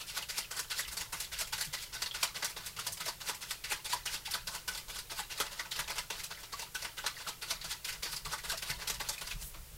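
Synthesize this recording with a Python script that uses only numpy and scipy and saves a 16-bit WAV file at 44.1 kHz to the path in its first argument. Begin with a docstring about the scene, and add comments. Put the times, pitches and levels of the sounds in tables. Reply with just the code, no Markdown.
"""In a kitchen, a hand shakes a small, part-filled plastic bottle about five times a second.
At each turn the liquid hits an end of the bottle and breaks into spray and bubbles; trapped air rings
and the plastic wall thuds. A short fizz follows as the bottle comes to rest. Tiles and steel throw the
sound back, over a faint room hum and the low rumble of air stirred by the arm."""
import sys
import numpy as np
from scipy import signal
from scipy.fft import rfft, irfft, next_fast_len
from scipy.io import wavfile
from scipy.ndimage import uniform_filter1d

SR = 44100
rng = np.random.default_rng(int(sys.argv[2]) if len(sys.argv) > 2 else 0)


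def dump(signal):
    """Clip the signal to [-1, 1] and save it as 16-bit WAV at the path in sys.argv[1]."""
    limited = np.clip(np.atleast_2d(signal).T, -1, 1)
    pcm = np.round(limited * 32767).astype(np.int16)
    wavfile.write(sys.argv[1], SR, pcm)


N = 430857

# A relative_db column only compares rows; the overall loudness is set where the table is used.
# tone of the steady room noise: frequency_hz, relative_db
ROOM_TONE = [(20, 5.5), (60, 1), (170, -2), (240, -13), (420, -6.5), (750, -11.5), (1000, -10.5),
             (2000, -11), (15500, -11)]
# hum of the mains and appliances: pitch_hz, level_db
HUM_NOTES = [(38.5, -70.5), (120, -70.5)]
# strength of the stirred air: time_s, rumble_relative_db, flutter_relative_db
AIR_STRENGTH = [(0, -60, -73), (1.63, -55, -60), (1.9, -57, -66), (2.83, -67.5, -62.5), (4.6, -54, -68),
                (7.3, -63.5, -68), (7.6, -56, -58.5), (9.31, -52, -59), (9.35, -37.5, -48.5),
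                (9.52, -51.5, -61), (9.68, -55, -60), (9.77, -40, -44.5)]
# tone of the air's deep rumble: frequency_hz, relative_db
RUMBLE_TONE = [(10, -19), (25, -4.5), (40, -7), (62, -8.5), (100, -70), (250, -72)]
# tone of the air's higher flutter: frequency_hz, relative_db
FLUTTER_TONE = [(40, -61), (80, -2.5), (130, -3), (180, -2), (240, -55), (600, -44)]
# soft bumps of the hand and the stirred air: start_s, relative_db
HAND_BUMPS = [(1.07, -46), (1.299, -55), (1.67, -39.5), (5.787, -44), (8.699, -37), (9.34, -46.5),
              (9.431, -46)]
# time the kitchen's echo takes to fade by 60 dB: frequency_hz, fade_s
ECHO_FADE = [(300, 0.066), (1200, 0.17), (4500, 0.22), (15000, 0.053)]
# tone of the closing fizz: frequency_hz, relative_db
FIZZ_TONE = [(2000, -38), (7000, -5), (11000, 0), (16000, -4)]
# tone of the flexing plastic wall: frequency_hz, relative_db
THUD_TONE = [(90, -38), (150, -6), (185, -2), (240, -25.5), (320, -6.5), (500, -47)]
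# tone of the splashing heard through the wall: frequency_hz, relative_db
SPLASH_TONE = [(150, -43), (250, -20), (420, -9.5), (750, -9), (900, -5), (1250, -1), (2000, -3),
               (3200, -1.5), (4600, 2), (6500, -2), (10000, -4), (14000, -9), (16000, -18)]
# notes at which the bottle and its air ring: pitch_hz, width_hz, boost_db
BOTTLE_NOTES = [(431, 56, 7), (573, 39, 9.5), (676, 16.6, 10), (865, 105, 7.5), (990, 42, 4), (1508, 14, 0),
                (1577, 13, -1), (2010, 71, 5.5), (2760, 150, 2)]
# notes of the free air after a slap: pitch_hz, width_hz, gain_db
SLAP_AIR_NOTES = [(465, 43, -8), (1490, 41, 4), (3430, 110, -10.5)]
# notes of the free air after a crash: pitch_hz, width_hz, gain_db
CRASH_AIR_NOTES = [(957, 50, -3.5), (2040, 120, -17)]
# large pockets of trapped air: start_s, pitch_hz, relative_db
AIR_POCKETS = [(0.226, 2930, -34.5), (0.443, 2780, -39), (0.764, 4130, -38), (0.792, 1850, -31),
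               (0.85, 2830, -40), (1.25, 3720, -43), (1.412, 650, -38.5), (1.952, 1480, -37.5),
               (2.022, 4400, -31), (2.06, 4330, -26.5), (2.111, 3400, -30.5), (2.147, 1380, -38),
               (2.227, 2560, -26), (2.426, 2030, -32), (2.787, 1270, -33.5), (3.008, 1350, -38),
               (3.061, 667, -38), (3.085, 910, -38), (3.711, 2440, -30), (3.732, 2000, -34),
               (3.932, 982, -26), (4.073, 2780, -33.5), (4.275, 906, -37.5), (4.337, 4300, -30.5),
               (4.682, 1550, -35), (5.188, 890, -34.5), (5.405, 1330, -27), (5.593, 1930, -31.5),
               (5.717, 3370, -33), (5.755, 2980, -38), (6.372, 1950, -41), (6.534, 1130, -35),
               (6.622, 915, -40), (6.751, 1510, -34.5), (6.988, 1440, -36), (7.166, 1930, -43),
               (7.266, 1330, -34.5), (7.429, 1444, -39), (7.52, 630, -41), (7.887, 2890, -36),
               (8.165, 5000, -30.5), (8.259, 1190, -37), (8.332, 1314, -34), (8.389, 2080, -41),
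               (8.497, 1530, -32.5), (8.531, 664, -36), (8.711, 1990, -36), (9.178, 2600, -39.5),
               (9.312, 2620, -36)]
# A splash has three bands: body (low), middle and spray (high). body_db and spray_db shift the outer two.
# the liquid slaps one end of the bottle: start_s, relative_db, rise_s, body_db, spray_db
END_SLAPS = [(0.064, -41, 0.035, -9, -1.5), (0.284, -36.5, 0.019, -4, -1.5), (0.506, -39, 0.0056, 3.5, 2),
             (0.698, -33, 0.016, -7, -5.5), (0.91, -45, 0.018, 4, 7.5), (1.122, -36.5, 0.0086, 3, 2),
             (1.315, -35.5, 0.017, -5.5, -6), (1.522, -33, 0.01, -3.5, -1), (1.726, -33.5, 0.013, -5, -3),
             (1.923, -37.5, 0.027, -3.5, -5), (2.137, -36.0, 0.015, -4, -4), (2.342, -38.5, 0.024, 2, -2.5),
             (2.562, -37.5, 0.0054, 3, -6), (2.762, -38, 0.0038, -2, -7), (2.999, -35.5, 0.0067, -2, -3.5),
             (3.2, -42.5, 0.013, 0, 0), (3.406, -39.5, 0.022, 0, -3), (3.637, -34, 0.0045, -7.5, -7.5),
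             (3.843, -38.5, 0.016, -2, 1.5), (4.053, -33, 0.0071, -2, -2), (4.249, -37.5, 0.014, -16, -4),
             (4.469, -37.5, 0.004, 7, 2), (4.675, -35.5, 0.005, 3, 1.5), (4.879, -43, 0.024, 4, -1),
             (5.096, -39, 0.02, 3, -3), (5.294, -38.5, 0.029, -4, -4.5), (5.507, -42, 0.019, 2, -3),
             (5.708, -37, 0.007, -4.5, -1), (5.875, -36.5, 0.0029, -1, -7), (6.099, -34.5, 0.0038, 4, -4),
             (6.299, -40, 0.016, 1, -8), (6.52, -40.5, 0.0098, 2.5, -4), (6.743, -39, 0.008, 2.5, 1.5),
             (6.967, -41, 0.017, 2, -2), (7.152, -44, 0.059, -2, -5), (7.412, -38.5, 0.015, -1.5, -3),
             (7.611, -40, 0.002, -12, -9), (7.844, -36.5, 0.0027, -5, 0), (8.023, -34, 0.009, -1.5, -1.5),
             (8.247, -39, 0.007, 3, -2), (8.432, -40.5, 0.017, 7, -1), (8.619, -37, 0.004, 2.5, 0),
             (8.786, -40.5, 0.036, 5.5, -5), (8.995, -36.5, 0.01, 4, -2), (9.209, -39.0, 0.0033, 3, 0)]
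# the liquid crashes into the other end; the last row is a faint, bright hiss as the shaking stops:
# time_s, relative_db, run_up_db, body_db, spray_db
CRASHES_AND_HISS = [(0.016, -43, 3, -1.5, -1), (0.171, -32.5, -3.5, 0.5, -1), (0.38, -31.5, -7, -2, 2),
                    (0.591, -35, -9, 2.5, 4), (0.792, -33, -3.5, 0, 3.5), (1.011, -35.5, -2.5, -0.5, -1),
                    (1.24, -41.5, -5, -17, -1), (1.409, -32.5, -3, -3, 0.5), (1.609, -33, -8, -1.5, 2.5),
                    (1.828, -43, 2, -16, 0.5), (2.019, -33, -13.5, -2.5, -0.5),
                    (2.228, -27.5, -13.5, -2, 1), (2.444, -32, -16, -3, 2.5), (2.661, -37.5, -11, -4, 3.5),
                    (2.866, -33.5, -11, 1, 2.5), (3.081, -34.5, -5.5, 3, -1.5), (3.291, -34.5, 0.5, 3.5, 1),
                    (3.507, -34.5, -9, -4, 1.5), (3.717, -29.5, -10, 0.5, -1.5),
                    (3.929, -30, -4.5, -0.5, -2.5), (4.142, -35.5, 0, -1.5, 0), (4.338, -33, -9, 4, 0),
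                    (4.548, -38.5, -5.5, 2, 1), (4.748, -38.5, -18, -2, -4), (4.962, -41, 0.5, -2, -1),
                    (5.191, -36.5, -2.5, 1, 2), (5.4, -29.5, -14, 6, 1), (5.594, -35.5, -9, 3, -5),
                    (5.79, -31.0, -11.5, 4, -1), (5.981, -33.5, -9, 2.5, -1), (6.198, -41.0, -1, -6, -1),
                    (6.398, -50, -3, 5, 1), (6.593, -40, -7, 1.5, 0.5), (6.845, -34.5, -12, 3.5, -5),
                    (7.062, -30, -17, 0, -3.5), (7.284, -37.5, -5, 4.5, 0.5), (7.506, -32.5, -6.5, 2, 0),
                    (7.715, -36, -0.5, 1.5, 0), (7.887, -34.5, -6, -3.5, -2), (8.133, -43.5, 1, 2, 6),
                    (8.332, -36, 0.5, 2.5, -2), (8.496, -33.5, -8, -6, 0), (8.699, -32, -5, 1.5, -1),
                    (8.897, -32, -14.5, 1, 0), (9.087, -34.5, -15, 4, 3.5), (9.314, -38.5, -0.5, -8, -3.5),
                    (9.428, -52.5, 6.5, 3, 7)]
# stray lumps of liquid land between the turns: start_s, relative_db, brightness_db
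STRAY_LUMPS = [(0.219, -43, 1), (0.564, -38, 1), (0.876, -40.5, 1), (0.968, -35, 1.5), (1.199, -37.5, 6.5),
               (1.385, -36.5, 2), (1.468, -45, 2), (1.577, -38.5, 2), (1.644, -46.5, 9), (2.057, -40.0, 0),
               (2.111, -53, -2), (2.422, -33.5, -6.5), (2.495, -44.5, 3), (2.787, -36.5, 0),
               (2.919, -56.5, 23), (2.969, -44, 1), (3.055, -40, 4), (3.343, -43.5, 2.5), (3.698, -44, 6),
               (3.894, -39, -2), (4.308, -42, 9), (4.772, -40, 0), (4.984, -39, 1), (5.375, -40, 1),
               (5.459, -42, -5), (5.651, -47, -7), (5.757, -40.5, -1), (5.897, -34, -2.5),
               (5.954, -39.5, -3), (6.234, -40, 6), (6.43, -42.5, -3.5), (6.616, -40, -1),
               (6.818, -39, 0.5), (7.039, -41, -9.5), (7.271, -39.5, -5), (7.64, -36.5, -4),
               (7.923, -40.5, -1), (8.052, -38, -4), (8.159, -41, 4.5), (8.378, -44.5, -1),
               (8.513, -34, -2), (8.572, -42.0, 4.5), (8.872, -34, 2.5), (8.939, -42.5, 1.5),
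               (9.127, -42, 3), (9.178, -45, 2), (9.268, -40.0, -1), (9.54, -47, -9)]

# how each kind of surge dies away: collapse_s, churn_db, churn_s
SLAP_DRAIN, CRASH_DRAIN, LUMP_DRAIN = (.013, -11, 0.085), (0.014, -13.5, 0.042), (0.0093, -5.5, 0.023)
# time for the front of the liquid to meet the wall
SLAP_CONTACT_S, CRASH_CONTACT_S, LUMP_CONTACT_S = .008, .002, .007


def gain_of(db):
    """Turns decibels into a number to multiply a sound by."""
    return 10 ** (np.asarray(db) / 20)


def evened(x):
    """Scales a signal to an average strength (rms) of 1."""
    return x / np.sqrt(np.mean(x ** 2) + 1e-20)


def look_up(table, hz):
    """Reads between the rows of a table, on a scale where octaves are evenly spaced."""
    row_hz, value = np.transpose(table)
    return np.interp(np.log(hz + 1), np.log(row_hz + 1), value)


def add(mix, start_s, sound):
    """Mixes a sound in at the given time."""
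    part = mix[max(round(start_s * SR), 0):][:len(sound)]
    part += sound[:len(part)]


def noise(tone):
    """Steady noise of strength 1, shaped by rows of frequency_hz, relative_db."""
    size = next_fast_len(N)
    colour = gain_of(look_up(tone, np.fft.rfftfreq(size, 1 / SR)))
    return evened(irfft(rfft(rng.standard_normal(size)) * colour, size)[:N])


def linger(x, seconds):
    """Smooths a signal so that every change leaves a fading tail."""
    keep = np.exp(-1 / (seconds * SR))
    return signal.lfilter([1 - keep], [1, -keep], x + 1e-18)


def ringing(x, turns, width_hz):
    """Rings along with x at a note whose cycles are counted by turns; a narrow width rings longer."""
    spin = np.exp(2j * np.pi * turns)
    return 2 * (spin * linger(x / spin, 1 / (np.pi * width_hz))).real


def background(room_db=-53.5, gust_db=3.5):
    """Room noise, a wavering hum, and stirred air buffeting the microphone in gusts."""
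    t = np.arange(N) / SR
    time_s, rumble_db, flutter_db = np.transpose(AIR_STRENGTH)
    air = gain_of(np.interp(t, time_s, rumble_db) - 3) * noise(RUMBLE_TONE)
    air += gain_of(np.interp(t, time_s, flutter_db) - 4) * noise(FLUTTER_TONE)
    air *= gain_of(gust_db * noise([(8, 0), (20, -20), (60, -100)]))
    waver = 0.55 * noise([(2, 0), (8, -20), (40, -100)])
    hum = sum(gain_of(db) * np.sqrt(2) * np.sin(2 * np.pi * hz * t + waver) for hz, db in HUM_NOTES)
    return air + hum + gain_of(room_db) * noise(ROOM_TONE)


def kitchen_echo(x, first_s=0.0062, changes_per_s=23, patterns=3):
    """Echoes off tiles and steel, the top treble dying first; their pattern shifts as the bottle moves."""
    out, place = np.zeros(N), np.arange(N) / SR * changes_per_s
    for k in range(patterns):
        echoes = rng.standard_normal(SR // 2) * (np.arange(SR // 2) > first_s * SR)
        hz, t, spectrum = signal.stft(echoes, SR, nperseg=256)
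        fade = gain_of(-60 * t / look_up(ECHO_FADE, hz)[:, None])
        tail = signal.istft(spectrum * fade, SR)[1]
        away = np.minimum(abs((place - k) % patterns - patterns / 2), 1)  # the patterns take turns
        out += signal.oaconvolve(x * np.cos(np.pi / 2 * away), tail / np.linalg.norm(tail))[:N]
    return out


def ping(t, hz, cycles, glide):
    """A note that dies within some cycles, like a pulsing bubble; glide slides its pitch."""
    age = t * hz / cycles
    turns = hz * t + glide * cycles * (age - 1 + np.exp(-age))
    return np.sin(2 * np.pi * turns) * np.exp(-age) * (1 - np.exp(-t * hz))


def hand_bumps():
    """The hand and the stirred air make dull, low thumps that die quickly."""
    out, t = np.zeros(N), np.arange(SR // 10) / SR
    pitches_hz = 125 * rng.uniform(0.764, 1.404, len(HAND_BUMPS))
    for (start_s, db), hz in zip(HAND_BUMPS, pitches_hz):
        add(out, start_s, gain_of(db) * ping(t, hz, cycles=2.6, glide=0))
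    return out


def fizz(peak_s=9.465, width_s=0.032, level_db=-46):
    """A brief, thin hiss as the bottle comes to rest."""
    swell = np.exp(-((np.arange(N) / SR - peak_s) / width_s) ** 2 / 2)
    return gain_of(level_db) * swell * noise(FIZZ_TONE)


def wall_thuds(power, gain_db=-25, ring_s=0.0074):
    """The plastic wall flexes with a dull thud under the body of each surge."""
    return gain_of(gain_db) * np.sqrt(linger(power[0], ring_s)) * noise(THUD_TONE)


def bottle_ring(x, size=8192):
    """The wall and the air inside colour the splash and ring on briefly after it."""
    hz = abs(np.fft.fftfreq(size, 1 / SR))
    peaks_db = sum(boost / (1 + (2 * (hz - pitch) / width) ** 2) for pitch, width, boost in BOTTLE_NOTES)
    colour = gain_of(look_up(SPLASH_TONE, hz) + peaks_db)
    # the bottle's answer to one click, built so that the ringing comes after the click
    response = np.fft.ifft(np.exp(np.conj(signal.hilbert(np.log(colour))))).real
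    return signal.oaconvolve(x, response / np.linalg.norm(response))[:N]


def air_space(x, crossing_s=0.015):
    """The free air moves to the far end at every turn and rings with the splashing."""
    t, out = np.arange(N) / SR, x.copy()
    ends = (SLAP_AIR_NOTES, END_SLAPS, CRASHES_AND_HISS), (CRASH_AIR_NOTES, CRASHES_AND_HISS, END_SLAPS)
    for notes, arrivals, departures in ends:
        switches = [(row[0], 1) for row in arrivals] + [(row[0] + crossing_s, 0) for row in departures]
        switch_s, is_on = np.transpose(sorted(switches))
        drive = x * is_on[np.searchsorted(switch_s, t) - 1]
        for hz, width_hz, db in notes:
            out += gain_of(db) * ringing(drive, hz * t, width_hz)
    return out


def air_pockets(step_s=.0035, sag=0.023, wander=0.069, dying=0.73, pulses=5):
    """Trapped air gulps in quick, uneven pulses that sink and weaken; small pockets snap harder."""
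    out, t = np.zeros(N), np.arange(SR // 30) / SR
    step = np.arange(pulses)
    for (start_s, hz, db), (late, swerve) in zip(AIR_POCKETS, rng.random((len(AIR_POCKETS), 2, pulses))):
        times_s = start_s + step_s * (step + late / 2)
        pitches_hz = hz * (1 - sag * (step - 1) + wander * (2 * swerve - 1))
        strengths = gain_of(db) * dying ** step * np.sqrt(hz / 1200)
        for at_s, pitch_hz, strength in zip(times_s, pitches_hz, strengths):
            # the churning liquid squeezes the pocket unevenly, which roughens its ring
            churn = linger(linger(rng.standard_normal(len(t)), 1 / hz), 1 / hz)
            squeeze = 1 + 0.47 * evened(churn)
            add(out, at_s, strength * squeeze * ping(t, pitch_hz, cycles=5.45, glide=-0.018))
    return out


def band_shares(hz, body_hz=1500, spray_hz=5700):
    """Splits power among the body, the middle and the spray of a splash."""
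    body = 1 / (1 + (hz / body_hz) ** 6)
    below_spray = 1 / (1 + (hz / spray_hz) ** 6)
    return np.array([body, np.maximum(below_spray - body, 0), 1 - below_spray])


def bubbles(power, per_s, low_hz, high_hz, cycles, glide_spread, spread_db):
    """Bubbles ring as strongly as the surge that folds them in; moving liquid slides their pitch."""
    out, t = np.zeros(N), np.arange(SR // 10) / SR
    for when, pitch, size, ring, slide in rng.random((int(per_s * N / SR), 5)):
        hz, at = low_hz * (high_hz / low_hz) ** pitch, int(when * N)
        life_cycles = cycles * (.5 + ring)
        strength = np.sqrt(band_shares(hz) @ power[:, at] / life_cycles) * hz / high_hz
        strength *= gain_of(spread_db * (2 * size - 1))
        glide = 0.019 + glide_spread * (2 * slide - 1)
        span = t[:int(5 * life_cycles / hz * SR)]
        add(out, at / SR, strength * ping(span, hz, life_cycles, glide))
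    return out


def gurgle(x, power, open_hz=800, shut_hz=3000, opening_db=-39):
    """A surge tears open a hollow in the liquid; its note falls as it grows."""
    hollow = linger(power[1], 0.029) / gain_of(opening_db) ** 2
    hz = open_hz + (shut_hz - open_hz) / (1 + hollow ** 2)
    return x + 0.45 * ringing(x, np.cumsum(hz) / SR, width_hz=220)


def liquid_folds(x, patchy_db=3.0):
    """Folds of liquid open and close, briefly lifting some pitches and dipping others."""
    hz, _, spectrum = signal.stft(x, SR, nperseg=256)
    patches = rng.standard_normal(spectrum.shape)
    for _ in range(2):
        patches = uniform_filter1d(uniform_filter1d(patches, size=5, axis=0), size=4, axis=1)
    depth_db = patchy_db / (1 + (hz[:, None] / 9000) ** 2)  # the fine spray stays smooth
    lift = gain_of(depth_db * np.clip(evened(patches), -2, 2))
    return signal.istft(spectrum * evened(lift), SR)[1][:len(x)]


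def droplets(power, per_s=7000, spread_db=1.5):
    """Many tiny drops of uneven size land over the hiss of foam, swelling with each surge."""
    size = next_fast_len(N)
    hits = gain_of(spread_db * np.minimum(rng.exponential(1, size), 4)) * rng.choice([-1, 1], size)
    hits = evened(hits * (rng.random(size) < per_s / SR))
    foam = 0.5 * rng.standard_normal(size)
    patter = evened(liquid_folds(hits + foam))
    bands = irfft(rfft(patter) * band_shares(np.fft.rfftfreq(size, 1 / SR)), size)[:, :N]
    return (bands * np.sqrt(power)).sum(0)


def drain(t, collapse_s, churn_db, churn_s):
    """Power of a surge t seconds after its peak: a quick collapse, then churning that dies away."""
    t, churn = np.maximum(t, 0), gain_of(churn_db) ** 2
    return (1 - churn) * np.exp(-(t / collapse_s) ** 2) + churn * np.exp(-(t / churn_s) ** 2)


def surges(first_contact_share=.22, run_up_s=0.0094, lead_s=.25):
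    """Power of body, middle and spray over time: slaps swell, crashes rush up and hit, lumps just land."""
    power = np.zeros((3, N + SR))
    t = np.arange(-lead_s, lead_s, 1 / SR)

    def ramp(seconds):
        return np.clip(t / seconds, 0, 1)

    def land(at_s, db, swell, colour_db):
        for band, tilt_db in zip(power, colour_db):
            add(band, at_s, swell * gain_of(db + tilt_db) ** 2)

    for at_s, db, rise_s, body_db, spray_db in END_SLAPS:
        build = ramp(SLAP_CONTACT_S) * (first_contact_share + (1 - first_contact_share) * ramp(rise_s) ** 2)
        land(at_s, db, build * drain(t - rise_s, *SLAP_DRAIN), (body_db, 0, spray_db))
    for at_s, db, run_up_db, body_db, spray_db in CRASHES_AND_HISS:
        rush = gain_of(run_up_db) ** 2 * np.exp(np.minimum(t, 0) / run_up_s)
        build = rush + (1 - rush) * ramp(CRASH_CONTACT_S)
        land(at_s, db, build * drain(t, *CRASH_DRAIN), (body_db, 0, spray_db))
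    for at_s, db, bright_db in STRAY_LUMPS:
        swell = ramp(LUMP_CONTACT_S) * drain(t - LUMP_CONTACT_S / 2, *LUMP_DRAIN)
        land(at_s, db, swell, (-bright_db, 0, bright_db))
    balance = gain_of([[-1], [1.21], [1.0]]) ** 2  # body, middle, spray
    return power[:, round(lead_s * SR):][:, :N] * balance


def scene():
    """Surges of liquid drive the splash, the bottle colours it and the kitchen echoes it."""
    power = surges()
    splash = gurgle(gain_of(-1.5) * droplets(power), power)
    splash += gain_of(9.5) * bubbles(power, per_s=600, low_hz=600, high_hz=8000,
                                     cycles=5, glide_spread=0.079, spread_db=-2)
    # fewer, larger bubbles keep popping while the liquid settles
    splash += gain_of(8.5) * bubbles(linger(power, 0.02), per_s=80, low_hz=898, high_hz=3820,
                                     cycles=11, glide_spread=0.17, spread_db=2)
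    liquid = air_space(bottle_ring(splash) + gain_of(0.5) * air_pockets())
    echo = gain_of(-13) * kitchen_echo(liquid)
    return (liquid + echo + wall_thuds(power) + hand_bumps() + fizz() + background())[None]


def record(dry, cutoff_hz=15850):
    """Cuts away the very highest treble."""
    treble_cut = signal.firwin(511, cutoff_hz, window=("kaiser", 8), fs=SR)
    return signal.oaconvolve(dry, treble_cut[None], "same")


dry = scene()
out = record(dry)
dump(out)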